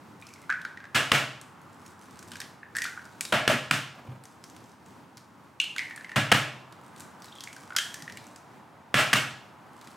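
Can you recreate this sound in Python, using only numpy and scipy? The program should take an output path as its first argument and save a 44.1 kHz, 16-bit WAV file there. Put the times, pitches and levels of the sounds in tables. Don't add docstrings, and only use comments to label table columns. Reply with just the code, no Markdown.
import sys
import numpy as np
from scipy import signal
from scipy.fft import rfft, irfft, next_fast_len
from scipy.io import wavfile
from scipy.ndimage import uniform_filter1d

SR = 44100
rng = np.random.default_rng(int(sys.argv[2]) if len(sys.argv) > 2 else 0)


def file_out(sig):
    cols = np.atleast_2d(sig).T
    lim = np.clip(cols, -1, 1)
    pcm = np.round(lim * 32767).astype(np.int16)
    wavfile.write(sys.argv[1], SR, pcm)


N = 439236
TOP_HZ = 15900
T = np.arange(int(.6 * SR)) / SR


def amp(db):
    return np.exp(np.asarray(db) * (np.log(10) / 20))


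def unit(x):
    return x / np.sqrt(np.mean(x ** 2) + 1e-20)


def burst(x):
    return x * np.sqrt(.005 * SR / np.sum(x ** 2))


def along(points, hz):
    f, value = np.transpose(points)
    return np.interp(np.log(hz + 1), np.log(f + 1), value)


def hump(hz, centre, octaves):
    return np.exp(-.5 * np.minimum((np.log2((hz + 1) / centre) / octaves) ** 2, 20))


def filtered(x, gain):
    n = x.shape[-1]
    padded = next_fast_len(n + min(n, 4096), real=True)
    spectrum = rfft(x, padded) * gain(np.fft.rfftfreq(padded, 1 / SR))
    return irfft(spectrum, padded)[..., :n]


def noise(shape, colour_db):
    return unit(filtered(rng.standard_normal(shape), lambda hz: amp(colour_db(hz))))


def wobble(rate):
    knots = rng.standard_normal(int(N * rate / SR) + 2)
    return np.interp(np.arange(N) * rate / SR, np.arange(len(knots)), knots)


def spread(pair, side_db):
    middle, side = pair
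    return middle + amp(side_db) * np.array([side, -side])


def add(track, s, sound):
    i = max(round(s * SR), 0)
    track[..., i:i + sound.shape[-1]] += sound[..., :N - i]


# (f/Hz, time to fall 60 dB t/s)
ROOM = [(100, 0.63), (400, 0.66), (1500, 0.53), (5000, 0.6), (10000, 0.43), (16000, 0.38)]


def dying(x, delay):
    hz, t, z = signal.stft(x, SR, nperseg=256)
    fade = amp(-60 * np.maximum(t - delay, 0) / along(ROOM, hz)[:, None])
    return signal.istft(z * fade, SR, nperseg=256)[1][..., :len(T)]


def kitchen(x, build_s=0.002, side_db=-18):
    tail = dying(spread(rng.standard_normal((2, len(T))), side_db), 0) * (1 - np.exp(-T / build_s))
    return signal.oaconvolve(x[None], tail / np.linalg.norm(tail[0]), axes=1)


def wash(parts, t60=0.45, side_db=-16, build_s=0.0016):
    t = T[:12288]
    hz = np.fft.rfftfreq(len(t), 1 / SR)
    gain = np.sqrt(sum((amp(db) * unit(colour(hz))) ** 2 for db, colour in parts))
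    hiss = irfft(rfft(rng.standard_normal((2, len(t)))) * gain)
    return spread(hiss, side_db) * burst(amp(-60 * t / t60) * np.minimum(t / build_s, 1))


# (f/Hz, relative level/dB)
HUSH = [(15, -89), (25, -34.5), (64, -35), (74, -11), (87, -2), (180, 0), (293, -1.5), (659, -16),
        (887, -7), (1700, -18.5), (2050, -20), (2550, -23.5), (4490, -27.5), (7310, -30), (16000, -38.5)]


def hush(level_db=-54.0, waver_db=1.7):
    hiss = noise((2, N), lambda hz: along(HUSH, hz))
    return spread(hiss, side_db=-9.5) * amp(level_db + waver_db * wobble(9))


# (t/s, level/dB, centre f/Hz)
RUSH = [(0, -59, 1046), (1.6, -55, 1076), (2.5, -57.5, 990), (4.3, -57, 852), (5.2, -60, 966),
        (6.7, -53, 1000), (7.3, -53.5, 960), (8.2, -54.5, 825), (8.8, -56, 864), (9.9, -54, 982)]


def rush(band_db=7, band_octaves=0.37):
    s, db, centre = np.transpose(RUSH)
    hz, t, z = signal.stft(rng.standard_normal((2, N)), SR, nperseg=1024)
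    skirt = [(200, -29), (550, 2.5), (1000, 0.5), (1500, 0.5), (2800, -11.5), (8000, -39)]
    skirt_db = along(skirt, hz)[:, None]
    moving = hump(hz[:, None], np.interp(t, s, centre), band_octaves)
    band = amp(skirt_db + band_db * moving)
    far = unit(signal.istft(z * band, SR, nperseg=1024)[1][:, :N])
    level_db = np.interp(np.arange(N) / SR, s, db) + 0.55 * wobble(3.2)
    return spread(far, side_db=-9.5) * amp(level_db)


# (start t/s, end t/s, level/dB before colouring)
HANDLING = [(0.197, 0.437, -62.5), (1.608, 2.389, -63.5), (2.752, 2.949, -62), (3.002, 3.202, -65),
            (4.232, 4.718, -69), (4.856, 4.948, -66), (5.624, 6.141, -66), (6.801, 6.882, -64.5),
            (6.955, 7.021, -53.5), (7.201, 7.739, -59.5), (7.804, 8.396, -64.5), (9.73, 9.964, -63)]
# (f/Hz, gain as level/dB)
CHIPS = [(500, -30.5), (1500, 0.5), (4000, 1), (8000, 2.5), (11500, -5), (16000, -12.5)]


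def crumbling(rate=70, size_db=5, chip_t60=0.0081, room_db=-1):
    out, t = np.zeros(N), T[:512]
    for start, end, db in HANDLING:
        length = end - start
        span = np.zeros(int(length * SR) + 2 * len(t))
        for place, size in rng.random((int(rate * length) + 2, 2)):
            chip = rng.standard_normal(len(t)) * amp(-60 * t / chip_t60)
            add(span, place * length, chip * amp(-size_db * np.log(size + 0.058)))
        add(out, start, amp(db) * span * np.sqrt(length * SR / np.sum(span ** 2)))
    out = filtered(out, lambda hz: amp(along(CHIPS, hz)))
    return out + amp(room_db) * kitchen(out)[:, :N]


# (f/Hz, relative level/dB)
CRACK = [(300, -30.5), (900, -15), (1500, 1), (3000, -1), (5000, -1.5), (8500, -2.5), (11500, -6),
         (16000, -18.5)]
WET_DB = 15
WET_MUFFLE_DB = 10
DRY_HZ, LOW_MUFFLE_DB = 5500, 5


def fractures(rows, ring_t60=0.015, crack_t60=0.0234, attack_s=0.0013, upper_db=-17, rise=0.022,
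              spiky_db=4, first_break=7, focus_db=7, focus_octaves=0.29, ring_octaves=0.093,
              ring_room_db=-2, small_dry=0.043, crack_room_db=-4.0):
    out, t = np.zeros((2, N)), T[:2048]
    hollow = [(1.003, 0.5), (0.832, -13), (1.225, -12.5), (1.5, upper_db)]  # (times the pitch, level/dB)
    for s, ring_db, hz, crack_db, crack_hz in rows:
        cycles = np.cumsum(hz * (1 + rise * (1 - 2 * np.exp(-t / 0.004)))) / SR
        modes = sum(amp(db) * np.sin(2 * np.pi * (ratio * cycles + rng.random())) for ratio, db in hollow)
        ring = burst(modes * amp(-60 * t / ring_t60) * (1 - np.exp(-t / attack_s)))

        def ring_colour(f):
            return sum(amp(db) * hump(f, hz * ratio, ring_octaves) for ratio, db in hollow)

        wetness = np.clip((ring_db - crack_db) / WET_DB, 0, 1)
        octaves_low = max(np.log2(DRY_HZ / crack_hz), 0)
        muffle = [(6000, 0.0074), (12000, -WET_MUFFLE_DB * wetness - LOW_MUFFLE_DB * octaves_low)]

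        def crack_colour(f):
            focus = focus_db * hump(f, crack_hz, focus_octaves)
            return amp(along(CRACK, f) + along(muffle, f) + focus)

        spikes_db = spiky_db * rng.standard_normal(len(t))
        tearing = rng.standard_normal(len(t)) * amp(spikes_db - 60 * t / crack_t60)
        tearing[np.searchsorted(t, .0004)] += first_break
        crack = burst(filtered(tearing, crack_colour))
        add(out, s, amp(ring_db) * ring + amp(crack_db) * crack)
        echo_db = ring_room_db + small_dry * (ring_db + 35)
        add(out, s, wash([(ring_db + echo_db, ring_colour), (crack_db + crack_room_db, crack_colour)]))
    return out


# (t/s, ring level/dB, hollow f/Hz, crack level/dB, crack f/Hz)
SNAPS = [(0.2234, -45.5, 2420, -53, 3000), (0.4948, -28, 1450, -51, 3200), (0.501, -22, 1555, -39.5, 3020),
         (0.509, -25.5, 1660, -46, 3000), (0.5248, -28.5, 1590, -44, 3000),
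         (0.6504, -29.5, 1500, -43, 3650), (2.3175, -44.5, 1570, -40.5, 3200),
         (2.356, -44, 1600, -42.5, 3100), (2.4027, -41, 1690, -35, 4800), (2.416, -41, 1860, -39.5, 3080),
         (2.6308, -40.5, 1730, -71, 2970), (2.7515, -33.5, 1660, -45, 5000), (2.758, -33, 1700, -40, 5400),
         (2.7672, -29, 1790, -31.5, 8600), (2.785, -29.5, 1840, -35, 5650),
         (2.8195, -27, 1910, -30.5, 6300), (2.8415, -40, 2380, -32, 3830), (2.853, -30.5, 1460, -44, 3000),
         (2.861, -35, 1500, -41, 5700), (2.9752, -34.5, 1485, -66, 3000), (3.2088, -37, 2344, -26.5, 8000),
         (3.2518, -40, 3860, -34, 4400), (5.6004, -18.5, 2796, -31.5, 7000), (5.642, -39, 2640, -40, 5100),
         (5.763, -36.5, 1550, -38, 3000), (5.782, -27.5, 2230, -32, 3480), (5.7922, -23.5, 2010, -36, 4300),
         (5.909, -34, 1840, -48, 3000), (6.117, -36, 1850, -48.5, 3400), (7.4066, -41.5, 3340, -40.5, 5200),
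         (7.565, -44, 1560, -48.5, 5200), (7.7642, -26, 1460, -21, 5650), (7.7662, -26.5, 3190, -29, 5300),
         (7.7852, -23.5, 3170, -27.5, 7500), (7.7861, -26.5, 1660, -39, 3600),
         (7.9424, -38.5, 1710, -35.5, 6100), (8.078, -37, 1890, -52, 3600), (8.098, -42, 1870, -45, 2980),
         (8.1722, -44, 2280, -41, 4000)]


def snaps():
    return fractures(SNAPS)


# (start t/s, end t/s, typical blip level/dB, first f/Hz, last f/Hz)
SQUELCHES = [(0.26, 0.454, -54, 2550, 2000), (0.757, 0.881, -43, 1690, 1580),
             (2.868, 3.07, -47.5, 1500, 1520), (5.976, 6.099, -39.5, 1780, 1900),
             (7.272, 7.40, -51, 3930, 3370), (7.45, 7.482, -41, 2320, 2200),
             (7.688, 7.758, -39, 1490, 1267), (7.978, 8.028, -49, 1786, 1920)]


def squelches(gap_s=.028, scatter_db=2, scatter_octaves=0.075, crack_db=-13.5):
    rows = []
    for start, end, db, first_hz, last_hz in SQUELCHES:
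        count = max(round((end - start) / gap_s), 1)
        for k, (when, size, pitch) in enumerate(rng.standard_normal((32, 3))[:count]):
            place = (k + .5 + np.tanh(when) / 2) / count
            hz = first_hz * (last_hz / first_hz) ** place * 2 ** (scatter_octaves * pitch)
            ring_db = db + scatter_db * size
            rows.append((start + place * (end - start), ring_db, hz, ring_db + crack_db, 2 * hz))
    return fractures(rows)


# (t/s, crack level/dB, crack f/Hz)
TICKS = [(0.2683, -47.5, 5600), (0.3376, -47, 5700), (0.616, -48, 3500), (1.4135, -45, 7840),
         (1.862, -48.5, 7200), (2.1912, -46, 6600), (2.227, -48, 7300), (2.3354, -47, 3300),
         (2.368, -47, 6100), (3.053, -52, 5400), (4.2379, -50.5, 10000), (4.2543, -48, 6100),
         (4.44, -44.5, 5840), (4.499, -51.5, 6100), (4.565, -50, 4700), (5.1715, -47.5, 5400),
         (5.178, -50, 4400), (5.615, -40, 7600), (5.9613, -44, 9000), (6.7244, -51, 3900),
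         (7.005, -42.5, 7540), (7.2213, -48.5, 4470), (7.244, -47, 4200), (7.4377, -39, 6440),
         (7.5293, -45.5, 6480), (8.023, -42, 5780), (8.123, -46, 5000), (8.268, -51, 7300),
         (8.3607, -46.5, 6150), (9.813, -50.5, 4000), (9.873, -47.5, 3000)]


def ticks(ring_db=-10.5, hollow_hz=1444):
    return fractures([(s, db + ring_db, hollow_hz, db, hz) for s, db, hz in TICKS])


# (f/Hz, level/dB, time to fall 60 dB t/s); level and pitch vary a little per blow
COUNTER = [(72.3, -20, .35), (110.8, -3.5, 0.43), (128.3, -5, 0.78), (144.4, -1, 0.49), (203.1, 1.5, 0.22),
           (231.2, -5.5, .22), (266, -8.5, 0.34), (293.4, -8.5, .37)]


def counter(attack_s=0.0075):
    ring = 0
    for hz, db, t60 in COUNTER:
        strength = amp(db + rng.normal(0, 1.4) - 60 * T / t60)
        cycles = hz * rng.normal(1, 0.0061) * T + rng.random()
        ring = ring + strength * np.sin(2 * np.pi * cycles)
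    return ring * (1 - np.exp(-T / attack_s))


# (t/s, blow level/dB, crushing t/s, room level/dB reached at the end of its swell,
# room build-up t/s, hollow boost around 600 Hz as level/dB, counter boom level/dB)
KNOCKS = [(0.9457, -38, 0.0044, -19, 0.012, -4, -32.5), (1.1165, -12, 0.0043, -20.5, .035, -2, -30.5),
          (3.3229, -20.5, .006, -20.5, 0.021, 5.5, -30.5), (3.4770, -13, 0.0021, -22, 0.031, -2, -29),
          (3.71, -13.5, .0035, -25, 0.025, -6, -31.5), (6.159, -25.5, 0.0062, -21, 0.0071, 0.5, -24.5),
          (6.3162, -12, 0.0103, -20, 0.032, 0, -25), (8.9416, -15.5, 0.0022, -19.5, 0.058, -1.5, -28),
          (9.1299, -14, 0.0087, -21.5, 0.033, -6, -29.5)]
# (f/Hz, relative level/dB)
KNOCK = [(10, -57), (30, -26), (90, -12), (220, -2), (390, -9.5), (620, 1.5), (880, -3.5), (1400, 3),
         (2100, 0), (2950, 1), (4000, -8), (7800, -13), (11000, -18.5), (16000, -28)]
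# (f/Hz, width f/Hz, boost as level/dB)
RESONANCES = [(610, 67, 4), (1160, 58, 2.5), (1380, 50, 2), (1690, 47, 8), (1880, 37, 4), (2206, 20, 8.5),
              (2734, 30, 5), (2830, 40, 1.5), (3560, 34, 0.5), (7970, 220, 3)]
BRIGHT_DB, DULLING = -2.4, 0.43


def knocks(swell_db=6, early_db=5, early_s=0.11, release_s=.011, ripple_db=1.0):
    out = np.zeros((2, N))
    ripple = ripple_db * rng.standard_normal(600)
    for s, blow_db, crush, room_db, build, hollow_db, boom_db in KNOCKS:
        def colour(hz):
            peaks = sum(db / (1 + (2 * (hz - f) / width) ** 2) for f, width, db in RESONANCES)
            treble_db = BRIGHT_DB - DULLING * hollow_db
            tilt = along([(300, 0), (600, hollow_db), (1300, 0.0036), (3000, 0.0013), (6000, treble_db)], hz)
            fine = np.interp(hz, np.linspace(0, TOP_HZ, len(ripple)), ripple)
            return along(KNOCK, hz) + peaks + tilt + fine

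        contact = np.minimum(T / 0.00098, 1) * amp(-60 * np.maximum(T - crush, 0) / release_s)
        blow = contact * noise(len(T), colour)
        blow /= np.std(blow[:int(crush * SR)])
        add(out, s, amp(blow_db) * blow)
        growing = -swell_db * np.maximum(1 - T / build, 0)
        spent = -early_db * (1 - np.exp(-np.maximum(T - build, 0) / early_s))
        tail = dying(spread(noise((2, len(T)), colour), side_db=-13.5), build)
        add(out, s, tail * amp(room_db + growing + spent) * np.minimum(T / 0.0017, 1))
        add(out, s, amp(boom_db) * counter())
    return out


# (t/s, level/dB, f/Hz, time to fall 60 dB t/s)
BUMPS = [(1.131, -13, 473, 0.031), (3.331, -24, 236, 0.1), (3.498, -13.5, 628, 0.042),
         (3.515, -13, 593, 0.033), (3.531, -21, 244, 0.1), (4.080, -34.5, 128, 0.37),
         (6.161, -20, 52.2, 0.063), (6.346, -38, 223, 0.016), (8.024, -39, 155, 0.13),
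         (9.155, -6, 1200, .011)]


def bumps(attack_cycles=0.57):
    out = np.zeros(N)
    for s, db, hz, t60 in BUMPS:
        rough = noise(len(T), lambda f: -12 * np.log2((f + 1) / hz) ** 2)
        ring = np.sin(2 * np.pi * hz * T) + 0.44 * rough
        add(out, s, amp(db - 60 * T / t60) * (1 - np.exp(-T * hz / attack_cycles)) * ring)
    return out


def slide(start=3.92, end=4.20, level_db=-53.5, fade_s=.04, flutter_db=4.5):
    out = np.zeros(N)
    stroke = np.clip(np.minimum(T, end - start - T) / fade_s, 0, 1)
    colour = [(30, -45), (80, -15), (200, 4), (400, -8), (650, 1),
              (1500, -11), (2900, -16.0), (4000, -26), (12000, -35)]
    rustle = noise(len(T), lambda hz: along(colour, hz))
    add(out, start, rustle * stroke * amp(level_db + flutter_db * wobble(90)[:len(T)]))
    return out


def widened(pair, width):
    left, right = pair
    side = filtered((left - right) / 2, lambda hz: amp(along(width, hz)))
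    return (left + right) / 2 + np.array([side, -side])


# (f/Hz, side gain as level/dB)
WIDTH = [(100, -4), (300, -0.5), (1500, -1), (4500, 1.5), (8000, 0.5), (13000, -19)]
# (f/Hz, side gain as level/dB)
FLOOR_WIDTH = [(100, -3.5), (300, 0.5), (1500, 0.5), (4500, 1.5), (8000, -8), (13000, -13)]


def scene():
    floor = hush() + rush() + crumbling()
    soft = bumps() + slide()
    soft_echo = amp(-12.5) * kitchen(soft)[:, :N]
    eggs = snaps() + squelches() + ticks() + knocks() + soft + soft_echo
    return widened(eggs, WIDTH) + widened(floor, FLOOR_WIDTH)


def record(dry, ceiling=0.65, low_cut_hz=45, left_db=-0.27):
    high_pass = signal.butter(3, low_cut_hz, "high", fs=SR, output="sos")
    thin = signal.sosfilt(high_pass, dry) * amp([[left_db], [0]])
    rounded = thin / (1 + np.abs(thin / ceiling) ** 4) ** (1 / 4)
    return filtered(rounded, lambda hz: hz < TOP_HZ)


dry = scene()
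out = record(dry)
file_out(out)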